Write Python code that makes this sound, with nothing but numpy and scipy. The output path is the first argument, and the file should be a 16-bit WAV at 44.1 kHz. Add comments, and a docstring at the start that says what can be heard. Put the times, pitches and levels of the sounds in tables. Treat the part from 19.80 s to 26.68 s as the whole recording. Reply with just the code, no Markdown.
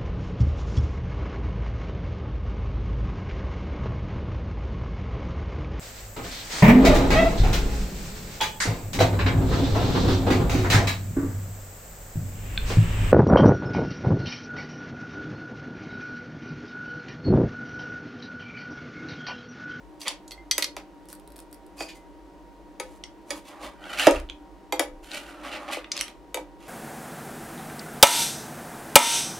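"""Two steel spatulas work cream and candy on the cold plate of a rolled ice cream machine, in a small room.
The compressor and its fan hum throughout. First the blades squeal and scrape by stick-slip friction,
clink together, knock on the sheet-steel plate, snap free and ping, each impact exciting damped modes.
After a second, threads of sticky cream break with tiny pops. From two seconds on the plate sways at times,
and in the second half the blades plough through the cream among more scrapes, knocks, snaps and a clink."""
import sys
import numpy as np
from scipy import signal
from scipy.fft import rfft, irfft
from scipy.io import wavfile
from scipy.ndimage import uniform_filter1d, map_coordinates

SR = 44100
rng = np.random.default_rng(int(sys.argv[2]) if len(sys.argv) > 2 else 0)


def waveform_to_disk(signal):
    """Save audio, clipped to [-1, 1], as 16-bit WAV at the path in sys.argv[1]."""
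    frames = np.transpose(np.atleast_2d(signal))
    scaled = np.clip(frames, -1, 1) * 32767
    samples = np.round(scaled).astype(np.int16)
    wavfile.write(sys.argv[1], SR, samples)


N = 303408
TIME, RING_T = np.arange(N) / SR, np.arange(SR // 2) / SR  # the scene and one free decay [s]


def amp(db):
    """Amplitude ratio of a level in decibels."""
    return 10 ** (np.asarray(db) / 20)

def unit(x):
    """Normalisation to rms 1."""
    return x / np.sqrt(np.mean(x ** 2) + 1e-20)

def read(points, hz):
    """Interpolation on a log-frequency axis."""
    f, value = np.transpose(points)
    return np.interp(np.log(hz + 1), np.log(f), value)

def add(mix, s, sound):
    """Superposition of a stereo sound starting at s seconds."""
    part = mix[:, round(s * SR):][:, :sound.shape[-1]]
    part += sound[:, :part.shape[-1]]

def coloured(x, spectrum):
    """Filtering by multiplication of spectra."""
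    return irfft(rfft(x) * amp(read(spectrum, np.fft.rfftfreq(len(x), 1 / SR))), len(x))

def bands(x, edges):
    """Analysis by a causal band-pass filter bank."""
    filters = [signal.butter(4, pair, "band", fs=SR, output="sos") for pair in zip(edges, edges[1:])]
    return [signal.sosfilt(sos, x) for sos in filters]

def centres(edges):
    """Geometric mean frequency of each band."""
    return np.sqrt(np.multiply(edges[:-1], edges[1:]))

def resonate(x, hz, width):
    """Moving resonance by heterodyning: shift the curve hz to zero, smooth, shift back."""
    turn = np.exp(2j * np.pi * np.cumsum(hz) / SR)
    pole = np.exp(-np.pi * width / SR)
    return (turn * signal.lfilter([1 - pole], [1, -pole], x / turn)).real

def ringing(modes, ring, scatter_db, detune, phase_spread=1):
    """Modal decay: the contact point sets the shares, the grip shifts the pitch, ring scales each t60."""
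    hz, db, t60 = np.transpose(modes)[:, :, None]
    share, shift, phase = rng.standard_normal((3, len(modes), 1))
    decay_s = np.minimum(t60, .5) * max(ring, .05)
    decay = amp(db + scatter_db * share - 60 * RING_T / decay_s)
    cycles = hz * (1 + detune * shift) * RING_T + phase_spread * phase
    return (decay * np.sin(2 * np.pi * cycles)).sum(0)

# reverberation time (frequency [Hz], t60 [s])
ROOM_DECAY = [(250, .3), (660, 0.25), (1740, 0.23), (4500, 0.19), (8000, 0.17), (13000, 0.15)]
def room_tail(gap_s=0.0023, coherent_hz=1000, reflections_per_s=4000):
    """Reverberation: sparse reflections, dying faster in the treble; long waves reach both sides alike."""
    shape = (2, len(RING_T))
    taps = rng.choice([-1., 1.], shape) * (rng.random(shape) < reflections_per_s / SR) * (RING_T > gap_s)
    hz, t, spectra = signal.stft(taps, SR, nperseg=256)
    like = 1 / np.hypot(1, hz[:, None] / coherent_hz)
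    spectra[1] = like * spectra[0] + np.sqrt(1 - like ** 2) * spectra[1]
    tail = signal.istft(spectra * amp(-60 * t / read(ROOM_DECAY, hz)[:, None]), SR)[1]
    return tail / np.linalg.norm(tail[0])

def placed(x, pan_db, room_db, side_db=-4):
    """Direct plus reverberant field; two close microphones differ more the shorter the wave."""
    wet = signal.fftconvolve(x[None], room_tail(), axes=1)[:, :len(x)]
    paths = rng.standard_normal(size=16)
    side = amp(side_db) * signal.lfilter(paths / np.linalg.norm(paths), 1, np.diff(x, prepend=0) / 2)
    return np.array([x + side, x - side]) * amp([[pan_db / 2], [-pan_db / 2]]) + amp(room_db) * wet


# air noise of the fan (frequency [Hz], relative spectral level [dB])
FAN_SPECTRUM = [(15, -48), (25, -17), (53, 5.5), (76, -21.5), (190, -14), (256, -16), (301, -2),
                (463, -12.5), (560, -11.5), (887, -18), (962, -18), (1160, -22), (1330, -23.5), (2480, -30),
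                (16000, -47.5)]
# cabinet resonances (frequency [Hz], half-width [Hz], rms level [dB])
CABINET_MODES = [(49.8, 8, -85), (190.7, 15.7, -65.5), (300.3, 12.8, -55), (335, 30, -61), (579, 10.6, -70),
                 (780.3, 3.3, -64.5), (970, 93, -66)]
# likeness of the noise on left and right (frequency [Hz], correlation [0 to 1])
FAN_COHERENCE = [(60, 0.069), (150, 0.72), (380, 0.94), (950, 0.69), (2380, 0.54), (5980, 0.72),
                 (15000, 0.087)]
# compressor tones (frequency [Hz], rms level [dB])
COMPRESSOR_TONES = [(49, -61.5), (941.5, -59.5), (1475, -80), (1906, -76.5), (2885, -86)]
def machine(air_db=-50.5, waver=0.00203):
    """Forced vibration: fan noise excites the cabinet; the compressor's tones follow its wavering speed."""
    hz = np.fft.rfftfreq(N, 1 / SR)
    power = (amp(air_db) * unit(amp(read(FAN_SPECTRUM, hz)))) ** 2
    for centre, width, db in CABINET_MODES:
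        power += (amp(db) * unit(1 / (1 + ((hz - centre) / width) ** 2))) ** 2
    left, other = rfft(rng.standard_normal((2, N)))
    like = np.clip(read(FAN_COHERENCE, hz), 0, 1)
    right = like * left + np.sqrt(1 - like ** 2) * other
    fan = irfft(np.sqrt(power) * np.array([left, right]), N)
    shaft = TIME + waver * np.cumsum(unit(uniform_filter1d(rng.standard_normal(N), size=8000))) / SR
    hum = sum(amp(db) * np.sin(2 * np.pi * (f * shaft + rng.random())) for f, db in COMPRESSOR_TONES)
    return fan + np.sqrt(2) * hum


def slips(per_s, spread_db):
    """Stick-slip friction as a random train of unequal impulses."""
    size = amp(spread_db * np.minimum(rng.exponential(1, N), 3))
    return unit(size * rng.choice([-1, 1], N) * (rng.random(N) < per_s / SR))

def pressure(start, rise, hold, fade_db_per_s=366):
    """Contact force of a stroke: quadratic rise, hold, exponential release."""
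    t = TIME - start
    return np.clip(t / rise, 0, 1) ** 2 * amp(-fade_db_per_s * np.maximum(t - rise - hold, 0))

def flexed(x, bend):
    """Frequency modulation: a blade bends in the hand, so its resonances drift by the rms fraction bend."""
    drift = unit(uniform_filter1d(uniform_filter1d(rng.standard_normal(N), size=3000), size=1500))
    return map_coordinates(x, [np.arange(N) + bend * np.cumsum(drift)], order=3, mode="wrap")

# squealing modes (frequency [Hz], relative level [dB], t60 [s])
SQUEAL_MODES = [(2510, 2.5, 0.039), (4750, 8, 0.012), (6500, -18, 0.1), (7200, -5.5, .04),
                (8560, -15, 0.069), (11300, -23, 0.043)]
# one blade slides along the other (start [s], rise [s], hold [s], level [dB])
BLADE_SLIDES = [(0.188, 0.012, 0.024, -60), (0.26, 0.018, 0.011, -49), (1.963, 0.037, 0.034, -40.5),
                (2.07, 0.02, 0.017, -50.5)]
def squeals():
    """Friction-driven resonance: steel slipping on steel keeps a few blade modes singing."""
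    drive = slips(per_s=2100, spread_db=7.5)
    squeal = signal.fftconvolve(drive, ringing(SQUEAL_MODES, ring=1, scatter_db=0, detune=0))[:N]
    force = sum(amp(db) * pressure(start, rise, hold) for start, rise, hold, db in BLADE_SLIDES)
    return placed(force * unit(flexed(squeal, bend=.014)), pan_db=0, room_db=-7)


# an edge bites, slides and lets go
# (start [s], rise [s], hold [s], rasp level [dB], body re rasp [dB], hiss re rasp [dB])
SCRAPE_STROKES = [(0.191, 0.021, 0.017, -46.5, -14, 0), (0.244, 0.024, 0.0065, -33, -4.5, -15),
                  (1.28, 0.017, 0.024, -63, -4, 7), (1.951, 0.05, 0.022, -50, 3.5, 4),
                  (2.067, 0.025, 0.014, -47, -27, -11), (2.14, 0.012, 0.0051, -60, -12, 4.5),
                  (3.02, 0.029, 0.12, -68, 0, 1), (3.445, 0.068, 0.063, -53.5, 3, 1.5),
                  (3.626, 0.047, 0.023, -50.5, -11, -5), (3.782, 0.049, 0.033, -44, 2, -8),
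                  (3.988, 0.15, .02, -43, -16.5, -9.5), (4.161, 0.029, 0.063, -27, -6.5, -8.5),
                  (4.324, 0.025, 0.0073, -39.5, 2, -11.5), (5.217, 0.021, 0.025, -55.5, -6, -0.5),
                  (5.255, 0.091, 0.03, -38.5, -4.5, -6), (5.37, 0.035, 0.12, -57, -16, -4.5),
                  (5.616, 0.026, 0.041, -43, 3.5, -10.5), (5.681, 0.049, 0.034, -38, -5.5, -15),
                  (5.858, 0.023, 0.032, -42, 4.5, -15), (5.902, 0.023, 0.01, -33, -13, -7),
                  (5.94, 0.018, 0.017, -43, -10, -21), (6.077, 0.095, .045, -43, -5, -13),
                  (6.238, .03, 0.022, -52.5, -5, -7), (6.774, 0.051, 0.05, -56.5, -0.5, -5)]
# a blade ploughs cream; where it presses harder and leans lower, the wedge under it falls in pitch
# (start [s], end [s], start level [dB], end level [dB], start wedge pitch [Hz], end wedge pitch [Hz])
CREAM_PUSHES = [(3.628, 3.946, -42.5, -54, 1050, 1120), (3.94, 4.264, -46, -35, 1490, 1287),
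                (5.32, 5.94, -50, -39, 1387, 1188)]
# band balance of a push (drumming [dB], body [dB], rasp [dB], hiss [dB])
PUSH_BALANCE = [-9.5, -2.5, -13, -22]
def stroke_gains(drum_re_body_db=-0.5, drum_ceiling_db=-42, push_rise_s=0.095):
    """Incoherent addition: scrapes and pushes sum in power in each of the four friction bands."""
    power = 0
    for start, rise, hold, db, body_db, hiss_db in SCRAPE_STROKES:
        drum_db = min(body_db + drum_re_body_db, drum_ceiling_db - db)  # hard pressing damps the plate
        colour = amp([drum_db, body_db, 0, hiss_db])
        power += np.outer(colour, amp(db) * pressure(start, rise, hold)) ** 2
    for start, end, from_db, to_db, *_ in CREAM_PUSHES:
        effort = amp(np.interp(TIME, [start, end], [from_db, to_db]))
        contact = pressure(start, push_rise_s, end - start - push_rise_s, fade_db_per_s=143)
        power += np.outer(amp(PUSH_BALANCE), effort * contact) ** 2
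    return np.sqrt(power)

# modes of the plate and of a blade pressed on it (frequency [Hz], relative level [dB], unscaled t60 [s])
PLATE_MODES = [(297, 7.5, 0.15), (321.7, 5, 0.19), (374, 3, 0.1), (436, 1, 0.089), (513.2, 5, 0.3),
               (571.4, 5.5, 0.21), (655, 4, 0.12), (705, 5, 0.11), (819.3, 4, 0.17), (877, 0, .15),
               (950, -2.5, 0.29), (1143, -15.5, .18), (1264, -6, 0.17), (1357, -19, 0.13),
               (1519, -16.5, .3), (1935, -19, 0.14)]
PRESSED_BLADE_MODES = [(1150, -28.5, 0.51), (1668, 0.5, 0.079), (1963, -3, 0.21), (2287, -2.5, 0.18),
                       (2487, -4.5, 0.13), (3240, 3.5, 0.053), (3656, -1.5, 0.093), (4190, -0.5, 0.013),
                       (4730, -3, 0.12), (5870, -3.5, 0.066), (6700, 10.5, 0.039), (7710, -4, 0.103),
                       (7990, -3, 0.12), (9400, -2, 0.12), (10230, 0.5, 0.12), (10900, -19.5, 0.19),
                       (12900, -50, 0.041), (11500, 7, 0.11), (14040, -10, 0.113)]
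# wedge between blade and plate (multiple of the lowest mode, width per filter pass [Hz], level [dB])
WEDGE_RESONANCES = [(1, 324, -6), (2.15, 563, -11), (3.1, 1100, -17.5)]
# colour of friction (frequency [Hz], gain [dB])
FRICTION_SPECTRUM = [(200, 15), (310, 5), (450, 6), (700, -1), (1100, -7.5), (1700, -10), (3000, -5),
                     (5000, -13), (9000, -10.5), (12000, -15.5), (13000, -23), (16000, -23)]
# limits of the drumming, body, rasp and hiss bands (frequency [Hz])
FRICTION_EDGES = [230, 700, 1800, 5000, 16000]
def scrapes(level_db=-1, smooth_db=-6, grit_db=-3, plate_db=-12, blade_db=-9, judder_db=1.55):
    """Stick-slip excitation: an edge jerking over frost drives plate, blade and the wedge between them."""
    judder = unit(uniform_filter1d(rng.standard_normal(N), size=260))
    frost = slips(per_s=2000, spread_db=4.0) + amp(grit_db) * slips(per_s=170, spread_db=-1.5)
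    drive = (frost + amp(smooth_db) * rng.standard_normal(N)) * amp(judder_db * judder)
    pushes = np.array(CREAM_PUSHES)
    wedge_hz = np.interp(TIME, pushes[:, :2].ravel(), pushes[:, -2:].ravel())
    hollow = 0
    for multiple, width, db in WEDGE_RESONANCES:
        hz = multiple * wedge_hz
        hollow += amp(db) * unit(resonate(resonate(drive, hz, width), hz, width))

    def stirred(modes, ring):
        """Forced response: the drive convolved with the modes' impulse response."""
        return unit(signal.fftconvolve(drive, ringing(modes, ring, scatter_db=0.326, detune=0))[:N])

    blade = flexed(hollow + amp(blade_db) * stirred(PRESSED_BLADE_MODES, ring=0.033), bend=.025)
    rub = unit(drive) + blade + amp(plate_db) * stirred(PLATE_MODES, ring=0.21)
    layers = bands(coloured(rub, FRICTION_SPECTRUM), FRICTION_EDGES)
    out = sum(gain * unit(layer) for gain, layer in zip(stroke_gains(), layers))
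    return placed(amp(level_db) * out, pan_db=-1.7, room_db=-7)


def crack(t60):
    """Contact transient: dense, quickly damped modes merge into decaying noise."""
    return rng.standard_normal(len(RING_T)) * np.exp(-np.log(1000) * RING_T / t60)

def voiced(x, edges, levels_db, contact_s):
    """Impact spectrum: hardness and place set each band's peak; sound builds over the contact time."""
    peak = lambda band: np.sqrt(uniform_filter1d(band ** 2, size=220).max())
    x = x * (1 - np.exp(-RING_T / contact_s))
    return sum(amp(db) * band / peak(band) for band, db in zip(bands(x, edges), levels_db))

# modes of a hand-held blade (frequency [Hz], relative level [dB], unscaled t60 [s])
FREE_BLADE_MODES = [(1943, -10, 0.14), (2086, -8, 0.15), (3300, -9.5, 0.12), (4090, -30, 0.17),
                    (4320, -5, 0.085), (4710, -11, 0.08), (5080, -24, 0.19), (6100, -17.5, 0.24),
                    (6520, -32, 0.068), (6880, -18, 0.0706), (7903, -20, 0.33), (8000, -8, 0.19),
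                    (8700, -17, 0.033), (8600, -6, 0.057), (9800, -17, 0.075), (10860, -25.5, 0.22),
                    (11100, -4.5, 0.12), (12200, -3, 0.1)]
# band limits of a struck blade (frequency [Hz])
BLADE_EDGES = [1100, 2400, 3800, 6500, 10000, 13200]
def blade_hit(colour_db, strongest_hz, fall_db, ring, crack_db, crack_t60, detune, focus_db=8):
    """Impulse response of a blade: a crack and a ring, strongest at a pitch set by the contact point."""
    octaves = abs(np.log2(centres(BLADE_EDGES) / strongest_hz))
    blow = ringing(FREE_BLADE_MODES, ring, scatter_db=2, detune=detune) + amp(crack_db) * crack(crack_t60)
    focus = amp(focus_db) * resonate(blow, np.full(len(blow), strongest_hz), width=700)
    return voiced(blow + focus, BLADE_EDGES, colour_db - fall_db * octaves, contact_s=0.00062)

# blade meets blade (time [s], relative level [dB], strongest pitch [Hz],
# fall to either side [dB/octave], t60 factor, left minus right [dB])
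BLADE_CLINKS = [(0.2145, -33, 5000, 13, .8, 0), (0.478, -36.5, 6800, 17.5, 0.4, -1),
                (0.517, -35.5, 4400, 6, 0.84, -2), (0.7107, -11.5, 4770, 9, 0.51, -0.5),
                (0.823, -16, 4300, 6.5, 0.44, 0.5), (0.8421, -18.5, 4900, 9, 0.17, -3),
                (6.117, -11, 5780, 33.5, 0.1, 0)]
# balance of a clink (level per band [dB])
CLINK_BALANCE = [-2, -3.5, -1.5, -5.5, -4.5]
def clinks(level_db=-4):
    """Free vibration: the blades strike each other and ring on."""
    out = np.zeros((2, N))
    for s, db, hz, fall_db, ring, pan_db in BLADE_CLINKS:
        hit = blade_hit(CLINK_BALANCE, hz, fall_db, ring, crack_db=7, crack_t60=0.02, detune=0.0078)
        add(out, s, placed(amp(level_db + db) * hit, pan_db, room_db=-7))
    return out


# a blade lands on the plate, or a dollop of cream drops on it at 5.97 s (time [s], relative level [dB], thump
# [dB], sheen [dB], # favoured pitch [Hz], t60 factor, left minus right [dB])
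PLATE_KNOCKS = [(0.2803, -17.5, -33, -12.5, 496, 0.49, 1), (0.7799, -21, -6.5, 3, 552, 0.59, -1.7),
                (0.9658, -34.5, 1.5, -7, 1100, 0.25, 0), (2.0059, -31.5, 3, -20, 668, 0.5, -2.5),
                (2.9984, -30, -0.5, -2.5, 500, 0.61, 2.5), (3.505, -26.5, -6, -5, 557, 0.95, -3),
                (4.2687, -18, 16.5, -6.5, 608, .38, -3.5), (4.9233, -24, 1, -5.5, 890, 0.78, -3.4),
                (4.9941, -19.5, -0.5, 1, 518, 0.65, 4.5), (5.97, -47.5, 19, -8, 324, 0.19, 4),
                (6.5436, -27.5, -2, 1, 550, 0.77, 2), (6.571, -37.5, 9, -7, 880, 0.4, -4)]
# band limits of a knock (frequency [Hz])
KNOCK_EDGES = [292, 450, 1100, 2600, 5500, 9000, 16000]
# balance of an ordinary knock (level per band [dB])
KNOCK_BALANCE = [-7.5, -2.5, -4, -3, -3.5, -5.5]
def knocks(level_db=-1, blade_db=4, crack_db=-1, sheet_db=-10, place_db=7.5, place_octaves=0.11):
    """Impact excitation: plate and blade both ring; the place struck favours plate modes near one pitch."""
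    out, hz = np.zeros((2, N)), centres(KNOCK_EDGES)
    thump = 1 / (1 + (hz / 1510) ** 4)  # lows of a flat, heavy blow
    sheen = 1 / (1 + (7860 / hz) ** 4)  # highs of a clean edge
    for s, db, thump_db, sheen_db, place_hz, ring, pan_db in PLATE_KNOCKS:
        struck = [(f, mode_db + place_db * np.exp(-(np.log2(f / place_hz) / place_octaves) ** 2), t60)
                  for f, mode_db, t60 in PLATE_MODES]
        plate = ringing(struck, ring, scatter_db=2.5, detune=0.0027, phase_spread=0.15)
        blade = ringing(PRESSED_BLADE_MODES, ring * 0.35, scatter_db=2, detune=0.0293)
        sheet = signal.lfilter([1], [1, -.8], crack(t60=0.15))  # dense modes, favouring long waves
        blow = plate + amp(blade_db) * blade + amp(crack_db) * crack(t60=0.03) + amp(sheet_db) * sheet
        colour = KNOCK_BALANCE + thump_db * thump + sheen_db * sheen
        knock = voiced(blow, KNOCK_EDGES, level_db + db + colour, contact_s=0.00059)
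        add(out, s, placed(knock, pan_db, room_db=-6))
    return out


# an edge catches and jumps free (time [s], relative level [dB], strongest pitch [Hz],
# fall to either side [dB/octave], left minus right [dB])
EDGE_SNAPS = [(0.5085, -36.5, 5000, 10.5, 1), (3.2369, -26.5, 2520, 29, -6), (3.2382, -26, 5630, 33, 1),
              (4.0396, -39, 3000, 30, -1.5), (4.3094, -26.5, 7000, 7, .5), (4.399, -45.5, 5000, 2, 0),
              (4.4883, -40, 3000, 24, -1.3), (4.4975, -29, 3000, 16, -5), (5.315, -29, 4000, 18, 3),
              (6.0433, -31.5, 2300, 17, 0), (6.116, -29, 2340, 15, -3), (6.1663, -24.5, 5200, 16, -.5),
              (6.176, -26.5, 4300, 8.5, -1), (6.191, -26, 4800, 18, -1), (6.2025, -31, 4300, 11, -4),
              (6.2097, -19, 5500, 6.5, -1.5), (6.2803, -41.5, 3500, 4, -.8)]
# balance of a snap (level per band [dB])
SNAP_BALANCE = [1.5, 0.5, -2, -1.5, -4]
def snaps(level_db=-3):
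    """Contact damping: a caught edge jumps free while still pressed, so its ring is choked."""
    out = np.zeros((2, N))
    for s, db, hz, fall_db, pan_db in EDGE_SNAPS:
        hit = blade_hit(SNAP_BALANCE, hz, fall_db, ring=0.17, crack_db=15, crack_t60=0.0079, detune=.04)
        add(out, s, placed(amp(level_db + db) * hit, pan_db, room_db=-5))
    return out


# one blade slips off the other (time [s], level [dB], frequency [Hz], t60 [s])
BLADE_PINGS = [(0.578, -46, 2080, 0.2), (2.155, -55.5, 2054, 0.35)]
def pings():
    """Damped harmonic motion: the lowest mode of a freed blade sings on alone."""
    out = np.zeros((2, N))
    for s, db, hz, t60 in BLADE_PINGS:
        tone = amp(db - 60 * RING_T / t60) * np.sin(2 * np.pi * hz * RING_T)
        add(out, s, placed(tone, pan_db=0, room_db=-8))
    return out


# the thickest threads of cream part from a blade (time [s], relative peak level [dB])
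THICK_THREADS = [(1.2555, -49.5), (1.287, -42), (1.3018, -38), (1.3518, -42), (1.398, -45.5), (1.476, -43),
                 (1.565, -38.5), (1.5901, -36), (1.728, -37)]
# colour of a pop (frequency [Hz], gain [dB])
POP_SPECTRUM = [(1500, -6), (3000, -10.5), (5000, -3.5), (6500, -14), (8500, -0.5), (12000, -5),
                (16000, -17)]
def cream_pops(level_db=5, from_s=1.25, to_s=1.87, fine_per_s=16, fine_db=-52, spread_db=9.5):
    """Rupture under tension: threads of cream break with bright pops, the finer ones at random."""
    out = np.zeros((2, N))
    count = round(fine_per_s * (to_s - from_s))
    fine = [(rng.uniform(from_s, to_s), fine_db + spread_db * rng.standard_normal()) for _ in range(count)]
    for s, db in THICK_THREADS + fine:
        pop = coloured(np.roll(crack(t60=0.011), SR // 1000), POP_SPECTRUM)  # 1 ms lead for pre-ringing
        add(out, s - .001, placed(amp(db + level_db) * pop / abs(pop).max(), pan_db=0, room_db=-5))
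    return out


# the plate is pressed, struck or let go (time [s], level [dB], frequency [Hz], rise [s])
PLATE_SWAYS = [(2.119, -48, 46.7, 0.033), (4.268, -28, 164, 0.0048), (4.311, -31, 32.8, 0.049),
               (4.34, -33.5, 61, 0.036), (5.09, -43, 29.3, 0.05)]
def sways():
    """Flexural vibration: the whole plate bends in a deep tone that swells and dies."""
    out = np.zeros((2, N))
    for s, db, hz, rise in PLATE_SWAYS:
        swell = RING_T / rise * np.exp(1 - RING_T / rise)
        add(out, s, np.tile(amp(db) * swell * np.sin(2 * np.pi * hz * RING_T), (2, 1)))
    return out


def scene():
    """Linear superposition: the work on the plate adds to the sound of the machine."""
    return knocks() + clinks() + snaps() + pings() + cream_pops() + scrapes() + squeals() + sways() + machine()

def record(dry, cutoff_hz=16100):
    """Amplitude and band limiting: clipping at full scale, then a low-pass filter."""
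    low_pass = signal.firwin(301, cutoff_hz, window=("kaiser", 9), fs=SR)
    return signal.oaconvolve(np.clip(dry, -1, 1), low_pass[None], "same")


dry = scene()
out = record(dry)
waveform_to_disk(out)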